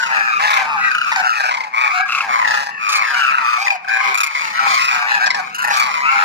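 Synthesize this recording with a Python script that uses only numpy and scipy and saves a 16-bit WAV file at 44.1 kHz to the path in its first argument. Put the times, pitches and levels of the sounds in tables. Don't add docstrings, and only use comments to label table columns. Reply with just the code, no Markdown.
import sys
import numpy as np
from scipy import signal
from scipy.fft import rfft, irfft, next_fast_len
from scipy.io import wavfile
from scipy.ndimage import uniform_filter1d, minimum_filter1d, map_coordinates

SR = 44100
rng = np.random.default_rng(int(sys.argv[2]) if len(sys.argv) > 2 else 0)


def wrap_up_sound(samples):
    columns = np.atleast_2d(samples).T
    tamed = np.clip(columns, -1, 1)
    steps = np.round(tamed * 32767).astype(np.int16)
    wavfile.write(sys.argv[1], SR, steps)


N = 275184


def amp(db):
    return 10 ** (np.asarray(db) / 20)


def unit(x):
    return x / np.sqrt(np.mean(x ** 2) + 1e-20)


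def along(points, hz):
    point_hz, value = np.transpose(points)
    return np.interp(np.log(hz + 1), np.log(point_hz + 1), value)


def curve(rows):
    return np.interp(np.arange(N) / SR, *np.transpose(rows))


def wobble(n, rate_hz):
    knots = rng.standard_normal(int(n * rate_hz / SR) + 4)
    return map_coordinates(knots, [np.arange(n) * rate_hz / SR + 1])


def filtered(x, response):
    n = x.shape[-1]
    m = next_fast_len(n + 512)
    spectrum = rfft(x, m) * response(np.fft.rfftfreq(m, 1 / SR))
    return irfft(spectrum, m)[..., :n]


def coloured(x, points):
    return unit(filtered(x, lambda hz: amp(along(points, hz))))


# frequency in Hz, share of the nominal lag.
LAG_SHARE_BY_HZ = [(750, 0.77), (1250, 0.98), (2200, 1.074), (5000, 1.054)]


def add(out, sound, start_s, lag_ms, ground_gain=.25):
    bounce_s = rng.uniform(0.00218, 0.009)

    def response(hz):
        bounce = 1 + ground_gain * np.exp(-2j * np.pi * hz * bounce_s)
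        lag_s = along(LAG_SHARE_BY_HZ, hz) * lag_ms / 1000
        return bounce * np.exp(np.outer([-1, 1], 1j * np.pi * hz * lag_s))

    pair = filtered(sound, response)
    start = round(start_s * SR)
    pair = pair[:, max(-start, 0):max(N - start, 0)]
    out[:, max(start, 0):][:, :pair.shape[1]] += pair


def syrinx(pitch_hz, rough, rattle_hz=122, puff_decay_cycles=0.545, chirp=.1, shimmer_db=4, catch_db=2):
    scatter, jitter, tremble, waver = .22, .038, .008, .014
    n = len(pitch_hz)
    rate_hz = rattle_hz * np.exp(.1 * rng.normal() + scatter * rough ** 2 * wobble(n, 89.55))
    cycle = np.cumsum(rate_hz) / SR % 1
    puff = unit((1 - np.exp(-cycle / 0.1533)) * np.exp(-cycle / puff_decay_cycles) * (1 - cycle ** 4))
    depth = min(1, 2.198 * rough)
    flicker_db = shimmer_db * rough * wobble(n, 248.4) + catch_db * wobble(n, 70.4)
    strength = unit((1 - depth + depth * puff) * amp(flicker_db))
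    bend = chirp * depth * (puff - 1.1)
    bend += jitter * rough ** 2 * wobble(n, 597.8)
    bend += tremble * wobble(n, 129.0) + waver * wobble(n, 44.96)
    return 2 * np.pi * np.cumsum(pitch_hz * (1 + bend)) / SR, strength


# frequency in Hz, relative level in dB.
WINDPIPE_DB = [(400, -30), (700, -4.5), (850, -25), (1050, -31), (1400, 11), (1700, 12), (2200, -2),
               (2500, -47), (2800, -11), (3200, -3), (4000, -26)]
# frequency in Hz, gain in dB.
BEAK_DB = [(60, -80), (250, -56), (450, -18.5), (620, -5.5), (780, -6), (2500, -2.5), (2900, -10.5),
           (3250, -31), (4000, -0.5), (8000, -13)]
# frequency in Hz, relative level in dB.
RASP_DB = [(2000, -100), (2900, -7), (3300, -11), (3650, -9), (4300, -7.5), (5100, -7.5), (6000, -14.5),
           (7000, -17.5), (8000, -28), (10000, -43.5)]
# frequency in Hz, relative level in dB.
HISS_DB = [(5000, -46), (6500, 7), (7800, -4.5), (9200, -2.5), (10500, 1), (13000, -3.5), (16000, -14)]


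def voice(effort, pitch_hz, rough, levels_db, spike=0.31, uneven_db=3):
    croak_db, brighten, rasp_noise = -14, 1.5, 1.2
    *harmonics_db, rasp_db, hiss_db = levels_db
    phase, strength = syrinx(pitch_hz, rough)
    air = rng.standard_normal(len(pitch_hz))

    def harmonic(k):
        return np.sin(k * phase + rng.uniform(0, 2 * np.pi))

    tone = sum(amp(db) * harmonic(k) for k, db in enumerate(harmonics_db, 1))
    croak = rough * amp(max(harmonics_db) + croak_db) * coloured(air, WINDPIPE_DB)
    tone = np.sqrt(2) * effort * strength * (tone + croak)
    tone = filtered(tone, lambda hz: amp(along(BEAK_DB, hz)))
    overtones = unit(sum(amp(uneven_db * rng.normal()) * harmonic(k) for k in range(3, 12)))
    pulsed_air = rasp_noise * air * (1 + .5 * np.cos(phase))
    chop = strength ** spike
    rasp = coloured(chop * (overtones + pulsed_air), RASP_DB)
    hiss = coloured(chop * air, HISS_DB)
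    return tone + effort ** brighten * (amp(rasp_db) * rasp + amp(hiss_db) * hiss)


def cry(length_s, pitches_hz, rough, levels_db, hiss_below_rasp_db=15):
    u = np.linspace(0, 1, round(max(length_s, .03) * SR))
    pitch_hz = np.polyval(np.polyfit([0, .5, 1], pitches_hz, 2), u)
    effort = np.sqrt(np.abs(np.sin(np.pi * u)))
    return voice(effort, pitch_hz, rough, [*levels_db, levels_db[-1] - hiss_below_rasp_db])


# start in seconds, end in seconds, pitch in Hz at the start,
# middle and end, roughness 0-1, level in dB of harmonics 1, 2 and 3, rasp in dB, nominal left lag in ms.
NEAR_CRIES = [(-.07, 0.117, 1560, 1530, 1124, 0.3, -15.5, -20.5, -54, -33, 0.52),
              (.094, 0.327, 853, 820, 787, 0.56, -26, -13, -27.5, -46, 0.27),
              (0.099, 0.248, 1377, 1273, 1114, 0.99, -18.5, -21, -44, -36.5, 0.58),
              (0.278, 0.42, 1242, 1229, 1110, .25, -15, -20.5, -32, -41, 0.29),
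              (.389, .62, 1046, 1106, 1041, 0.93, -11, -16.5, -7.5, -29, 0.47),
              (.391, .563, 798.6, 856.5, 786, 0.83, -13.5, -12.5, -19.5, -27, 0.43),
              (.551, 0.673, 822, 784, 807, 0.28, -20, -21.5, -27, -37.5, 0),
              (.656, 0.813, 895, 884, 760, 0.16, -17, -35, -47, -48.5, .02),
              (0.672, 0.794, 1133, 1140, 960, 0.41, -20, -42, -42, -63, 0.71),
              (.759, 0.93, 771, 784, 780, 0.16, -34, -12, -36, -56, .32),
              (0.803, 0.9, 985, 985, 944, 0.22, -40, -17.5, -43, -50, 0.6),
              (0.822, 0.932, 1149, 1268, 1220, .4, -51, -24.5, -38, -42, .02),
              (1.055, 1.131, 1350, 1259, 1185, 0.51, -17, -28, -58, -35.5, 0.31),
              (1.155, 1.22, 804, 768, 752, .25, -16, -14.5, -28, -30.5, 0.23),
              (1.227, 1.354, 1392, 1347, 1169, 0.59, -9.5, -22, -46, -34, 0.43),
              (1.33, 1.459, 899, 832, 758, .55, -21, -18, -32.5, -32, 0.46),
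              (1.431, 1.51, 760, 769, 735, .6, -19, -16, -20.5, -31, 0.46),
              (1.449, 1.695, 1005, 955, 860, 0.73, -21, -49, -56, -42, 0.45),
              (1.729, 1.928, 1071, 1178, 1088, 0.53, -10.5, -13.5, -27, -34.5, .48),
              (1.908, 2.027, 1248, 1327, 1297, 0.78, -14, -22.5, -35.5, -36, .25),
              (1.928, 2.053, 740, 749, 812, 0.16, -20.5, -24, -23, -46, 0),
              (1.97, 2.076, 1650, 1632, 1593, 0.084, -17.5, -36, -48, -61, 0.18),
              (2.048, 2.268, 1145, 1075, 1006, .85, -25.5, -28, -50, -34, -.1),
              (2.277, 2.441, 1096, 1081, 923, 0.73, -9, -18, -28, -33.5, 0.53),
              (2.421, 2.716, 880, 856.4, 831, 0.67, -19.5, -20.5, -33, -32, 0.46),
              (2.698, 2.829, 910, 885, 877, 0.247, -51, -25.5, -29.5, -55, 0.4),
              (2.791, 3.072, 1230, 1168, 1046, 0.69, -13.5, -16, -53, -33, 0.52),
              (3.017, 3.158, 926, 832, 740, 0.57, -28, -16.5, -33, -31.5, .54),
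              (3.141, 3.26, 736, 785, 753, 0.21, -25, -16, -22.5, -29.5, 0.45),
              (3.165, 3.328, 1422, 1339, 1077, 0.73, -8, -10.5, -45, -30.5, 0.58),
              (3.291, 3.433, 1343, 1302, 1214, 0.91, -10.5, -19.5, -57, -37.5, 0.47),
              (3.404, 3.618, 1148, 1218, 1115, 0.38, -11.5, -20, -39, -32.5, 0.6),
              (3.574, 3.671, 750, 788, 825, 0.3, -19.5, -25, -20, -29.5, 0.32),
              (3.667, 3.774, 812, 798, 700, 0.23, -17, -28, -32, -36.5, 0.36),
              (3.875, 4.021, 782, 799.4, 746, 0.42, -20, -13.5, -18.5, -34.5, 0.53),
              (3.979, 4.158, 1029, 1083, 1110, 0.96, -16.5, -21.5, -15, -37, 0.34),
              (4.018, 4.17, 817.5, 790, 712, 0.3, -24, -22.5, -21.5, -35.5, 0.22),
              (4.056, 4.14, 443, 393, 392, 0.086, -16.5, -40, -50, -60, 0.6),
              (4.28, 4.529, 1121, 1139, 1116, 0.77, -22, -22, -40, -33, 0.54),
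              (4.39, 4.554, 932, 903, 860, 0.49, -26.5, -29, -42, -35.5, 0.37),
              (4.508, 4.682, 948, 982, 928, 0.79, -23, -20.5, -39, -32, 0.583),
              (4.529, 4.699, 1330, 1365, 1237, 0.73, -17, -27, -34, -53, 0.53),
              (4.629, 4.829, 1039, 1092, 1022, 0.231, -12.5, -27, -42, -28, 0.585),
              (4.66, 4.795, 1150, 1152, 1104, 0.433, -14, -16.5, -42, -25.5, 0.542),
              (4.691, 4.868, 1030, 1022, 963, 0.86, -41, -19.5, -28, -31.5, 0.45),
              (4.779, 4.902, 1303, 1283, 1240, 0.37, -14, -16.5, -49, -25.5, 0.49),
              (4.869, 5.0, 1203, 1189, 1120, 0.72, -17.5, -18.5, -45, -30, .5),
              (4.891, 5.073, 788, 751, 778, 0.339, -25, -16, -33, -36, 0.43),
              (5.06, 5.197, 944, 862.6, 816, 0.68, -21, -12.5, -23.5, -33, 0.27),
              (5.066, 5.198, 1270, 1322, 1260, 0.66, -23.5, -20, -37, -34, .41),
              (5.191, 5.288, 741.4, 790.6, 836, 0.37, -19, -10, -24, -31, 0.42),
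              (5.341, 5.418, 831, 797, 760, 0.22, -16.5, -19.5, -35, -35, 0.46),
              (5.4, 5.55, 789, 770, 752, 0.26, -35.5, -39, -34.5, -46, -0.34),
              (5.688, 5.788, 779, 801, 762, 0.71, -19, -16.5, -25, -25.5, 0.34),
              (5.711, 5.884, 1146, 1151, 1050, 0.89, -12.5, -19.5, -28, -27, 0.48),
              (5.85, 6.027, 1031, 1013, 959, 0.61, -18.5, -25, -39, -34, 0.51),
              (6.02, 6.142, 1185, 1325, 1380, 0.29, -10.5, -16.5, -52, -43, .24),
              (6.04, 6.263, 1117, 1145, 1100, 0.58, -19, -17.5, -45, -36.5, 0.53),
              (6.146, 6.299, 1359, 1323, 1263, 0.66, -7, -19.5, -48, -32.5, 0.26),
              (6.159, 6.299, 890, 852, 843, 0.53, -44, -23, -32, -34.5, 0.54)]


def near_cries(stutter_hz=31, stutter_db=5.0):
    out = np.zeros((2, N))
    for start_s, end_s, first_hz, middle_hz, last_hz, rough, *levels_db, lag_ms in NEAR_CRIES:
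        sound = cry(end_s - start_s, [first_hz, middle_hz, last_hz], np.clip(rough, .1, 1), levels_db)
        t = np.arange(len(sound)) / SR
        beat = np.cos(2 * np.pi * stutter_hz * (t[-1] - t))
        stutter = amp(-stutter_db * t / t[-1] * beat)
        add(out, sound * unit(stutter), start_s, lag_ms)
    return out


def third_db(pitch_hz):
    return -9 if 3 * pitch_hz < 2900 else -24


# time in seconds, level in dB.
CHORUS_DB = [(0, -22), (1.4, -21.5), (1.7, -38), (1.85, -21), (2.0, -24.5), (2.55, -22.5), (2.75, -38.5),
             (3.0, -23.5), (3.55, -25.5), (3.8, -43), (4.05, -19), (4.28, -38), (4.55, -20), (5.15, -22.5),
             (5.45, -29.5), (5.65, -25.5), (6.24, -16.5)]


def far_flock(count=80, lowest_hz=780, highest_hz=1400, gain_db=0.0):
    out = np.zeros((2, N))
    for i, (when, length, height, rough, bearing) in enumerate(rng.random((count, 5))):
        pitch_hz = lowest_hz * (highest_hz / lowest_hz) ** height
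        glide_hz = pitch_hz * np.array([.98, 1.04, .9])
        levels_db = [0, -4, third_db(pitch_hz) - 4, -20]
        sound = cry(.12 + .14 * length, glide_hz, .36 + .4 * rough, levels_db)
        start_s = (i + when) / count * (N / SR + .2) - .2
        add(out, sound, start_s, .55 - 1.024 * bearing ** 2)
    return amp(curve(CHORUS_DB) + gain_db) * unit(out)


# frequency in Hz, relative level in dB per Hz.
RUMBLE_DB = [(15, -56), (25, -38), (54, -18), (141, 0.5), (184, 4.5), (211, 4.5), (317, -6), (400, -3),
             (520, -1), (880, -120)]
# time in seconds, level in dB before the yard gain.
YARD_DB = [(0.0, -49.5), (0.76, -47.5), (1.79, -60.5), (2.4, -49), (3.02, -58), (3.35, -47.5), (3.5, -62),
           (4.01, -59), (4.1, -46), (4.27, -73), (4.41, -52), (6.24, -49)]


def yard(gain_db=-2.0, width=0.27, lumpy_db=2.5):
    mid, side = coloured(rng.standard_normal((2, N)), RUMBLE_DB)
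    level = amp(curve(YARD_DB) + gain_db + lumpy_db * wobble(N, 22))
    return level * np.array([mid + width * side, mid - width * side])


# frequency in Hz, time to fall 60 dB in seconds.
WALLS_T60_S = [(200, 0.52), (1500, 0.51), (5000, 0.26), (12000, 0.0047)]


def walls(x, delay_s=0.011):
    hz, t, z = signal.stft(rng.standard_normal((2, SR // 2)), SR, nperseg=256)
    decay = amp(-60 * t / along(WALLS_T60_S, hz)[:, None])
    tail = signal.istft(z * decay, SR, nperseg=256)[1]
    late = np.pad(x, ((0, 0), (round(delay_s * SR), 0)))
    return signal.fftconvolve(late, tail / np.linalg.norm(tail[0]), axes=1)[:, :N]


def bark(length_s, pitch_hz, levels_db, attack_s=0.0011, droop=0.0542, rough=0.56, rattle_after_s=0.017,
         ring=.1):
    t = np.arange(round(.06 * SR)) / SR
    fall = (1 - ring) * np.exp(-(t / length_s) ** 3) + ring * np.exp(-t / length_s)
    effort = (1 - np.exp(-t / attack_s)) * fall
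    harshness = rough * min(1, length_s / rattle_after_s) ** 2
    sagging_hz = pitch_hz * (1 - droop * np.minimum(t / length_s, 2))
    return voice(effort, sagging_hz, harshness, levels_db)


# start in seconds, decay length in seconds, pitch in Hz,
# level of harmonics 1 and 2 in dB, rasp in dB, levels before the bark gain.
NEAR_BARKS = [(.503, 0.023, 1116, -11, -15, -22), (.536, 0.015, 1126, -20, -15, -24),
              (.569, 0.014, 1055, -20, -16.5, -32), (.914, 0.01, 1537, -12.5, -21, -33),
              (.948, 0.0095, 1525, -9, -13, -30), (.981, 0.0079, 1490, -9.5, -11, -33),
              (1.013, 0.0075, 1487, -9, -10.5, -32.5), (1.046, 0.0048, 1400, -10.5, -22, -32),
              (1.117, 0.023, 942, -12.5, -12.5, -24.5), (1.159, 0.0047, 972, -9.5, -8, -19),
              (1.509, 0.024, 1093, -13, -18.5, -28.5), (1.54, 0.019, 1102, -17, -19, -30.5),
              (1.57, 0.01, 1097, -24, -16.5, -28), (1.604, 0.0087, 1095, -19, -14.5, -30.5),
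              (1.636, 0.012, 1093, -34, -21, -34.5), (2.087, 0.022, 1373, -15, -16, -44),
              (2.12, 0.016, 1392, -16, -12.5, -34), (2.148, 0.019, 1355, -14.5, -13.5, -31.5),
              (2.179, 0.014, 1336, -15, -16, -40), (2.205, .013, 1325, -15, -14, -34),
              (2.446, 0.018, 926, -13.5, -13, -32), (2.474, .018, 905, -8, -9.5, -21.5),
              (2.507, 0.019, 885, -14, -13, -25.5), (2.54, 0.02, 880, -13, -15, -26.5),
              (2.572, 0.016, 879, -24, -15, -35), (2.889, 0.027, 1210, -16.5, -26, -24),
              (2.92, 0.027, 1285, -19, -17.5, -21.5), (2.952, 0.029, 1188, -16.5, -18, -18.5),
              (3.142, 0.012, 1460, -7.5, -10, -30), (3.662, 0.022, 986, -10.5, -13, -26.5),
              (3.68, 0.0078, 1241, -25, -7, -29), (3.703, 0.013, 1223, -27, -10, -29.5),
              (3.845, 0.01, 810, -21, -22.5, -44), (3.882, .024, 799, -25.5, -16.5, -33),
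              (4.143, 0.02, 1195, -16, -12.5, -26), (4.174, 0.02, 1299, -12, -14, -24),
              (4.203, 0.017, 1288, -9.5, -12.5, -21), (4.232, 0.017, 1169, -10, -9.5, -20),
              (4.263, 0.019, 1120, -26, -17.5, -31.5), (4.35, 0.031, 1059, -18, -17, -34),
              (4.592, 0.011, 1365, -1, -21, -24), (5.26, 0.021, 843, -15, -23, -21),
              (5.303, 0.014, 1057, -10, -8.5, -17), (5.345, .013, 896, -12, -17, -22.5),
              (5.545, 0.027, 1460, -23, -20.5, -36), (5.582, 0.029, 1456, -16.5, -17.5, -37),
              (5.619, 0.021, 1427, -14, -25, -35.5), (5.64, 0.021, 904, -16.5, -14.5, -33),
              (5.673, 0.02, 918, -13, -14.5, -35), (5.703, 0.019, 892, -12, -12.5, -37),
              (5.767, 0.022, 1170, -31, -22, -26.5), (5.796, 0.015, 1180, -27, -13, -24.5)]
# first moment in seconds, hiss over the rasp in dB, nominal left lag in ms.
BARK_RUNS = [(.4, -5.5, 0.33), (.85, -10, 0.55), (1.08, -15, 0.19), (1.45, -41, 0.49), (2.0, -18, -0.061),
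             (2.4, -21, 0.56), (2.8, -10.5, .1), (3.1, -16, 0.57), (3.86, -19, 0.57), (4.1, -3.5, 0.517),
             (4.3, -24, 0.495), (4.5, -23, -0.31), (5.2, -44, .49), (5.5, -0.5, 0.4), (5.74, -1.5, -0.13)]


def barks(gain_db=1.5):
    out = np.zeros((2, N))
    for start_s, length_s, pitch_hz, first_db, second_db, rasp_db in NEAR_BARKS:
        _, hiss_db, lag_ms = [run for run in BARK_RUNS if run[0] <= start_s][-1]
        levels_db = [first_db, second_db, second_db + third_db(pitch_hz), rasp_db, rasp_db + hiss_db]
        add(out, bark(length_s, pitch_hz, levels_db), start_s, lag_ms)
    return amp(gain_db) * out


def scene(walls_db=-16):
    near = near_cries() + barks()
    return near + amp(walls_db) * walls(near) + far_flock() + yard()


def limiter(x, size=353, ceiling=.88):
    needed = ceiling / np.maximum(np.abs(x).max(axis=0), ceiling)
    held = minimum_filter1d(needed, 2 * size + 1)
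    return x * uniform_filter1d(uniform_filter1d(held, size), size)


# frequency in Hz, left minus right in dB.
MICS_DB = [(380, -.5), (700, -.5), (1290, 3.5), (2380, 5), (4400, -2.5), (8120, -3), (15000, 2.5)]


def record(dry, top_hz=15850):
    heard = filtered(dry, lambda hz: amp(np.outer([.5, -.5], along(MICS_DB, hz))))
    return filtered(limiter(heard), lambda hz: hz < top_hz)


dry = scene()
out = record(dry)
wrap_up_sound(out)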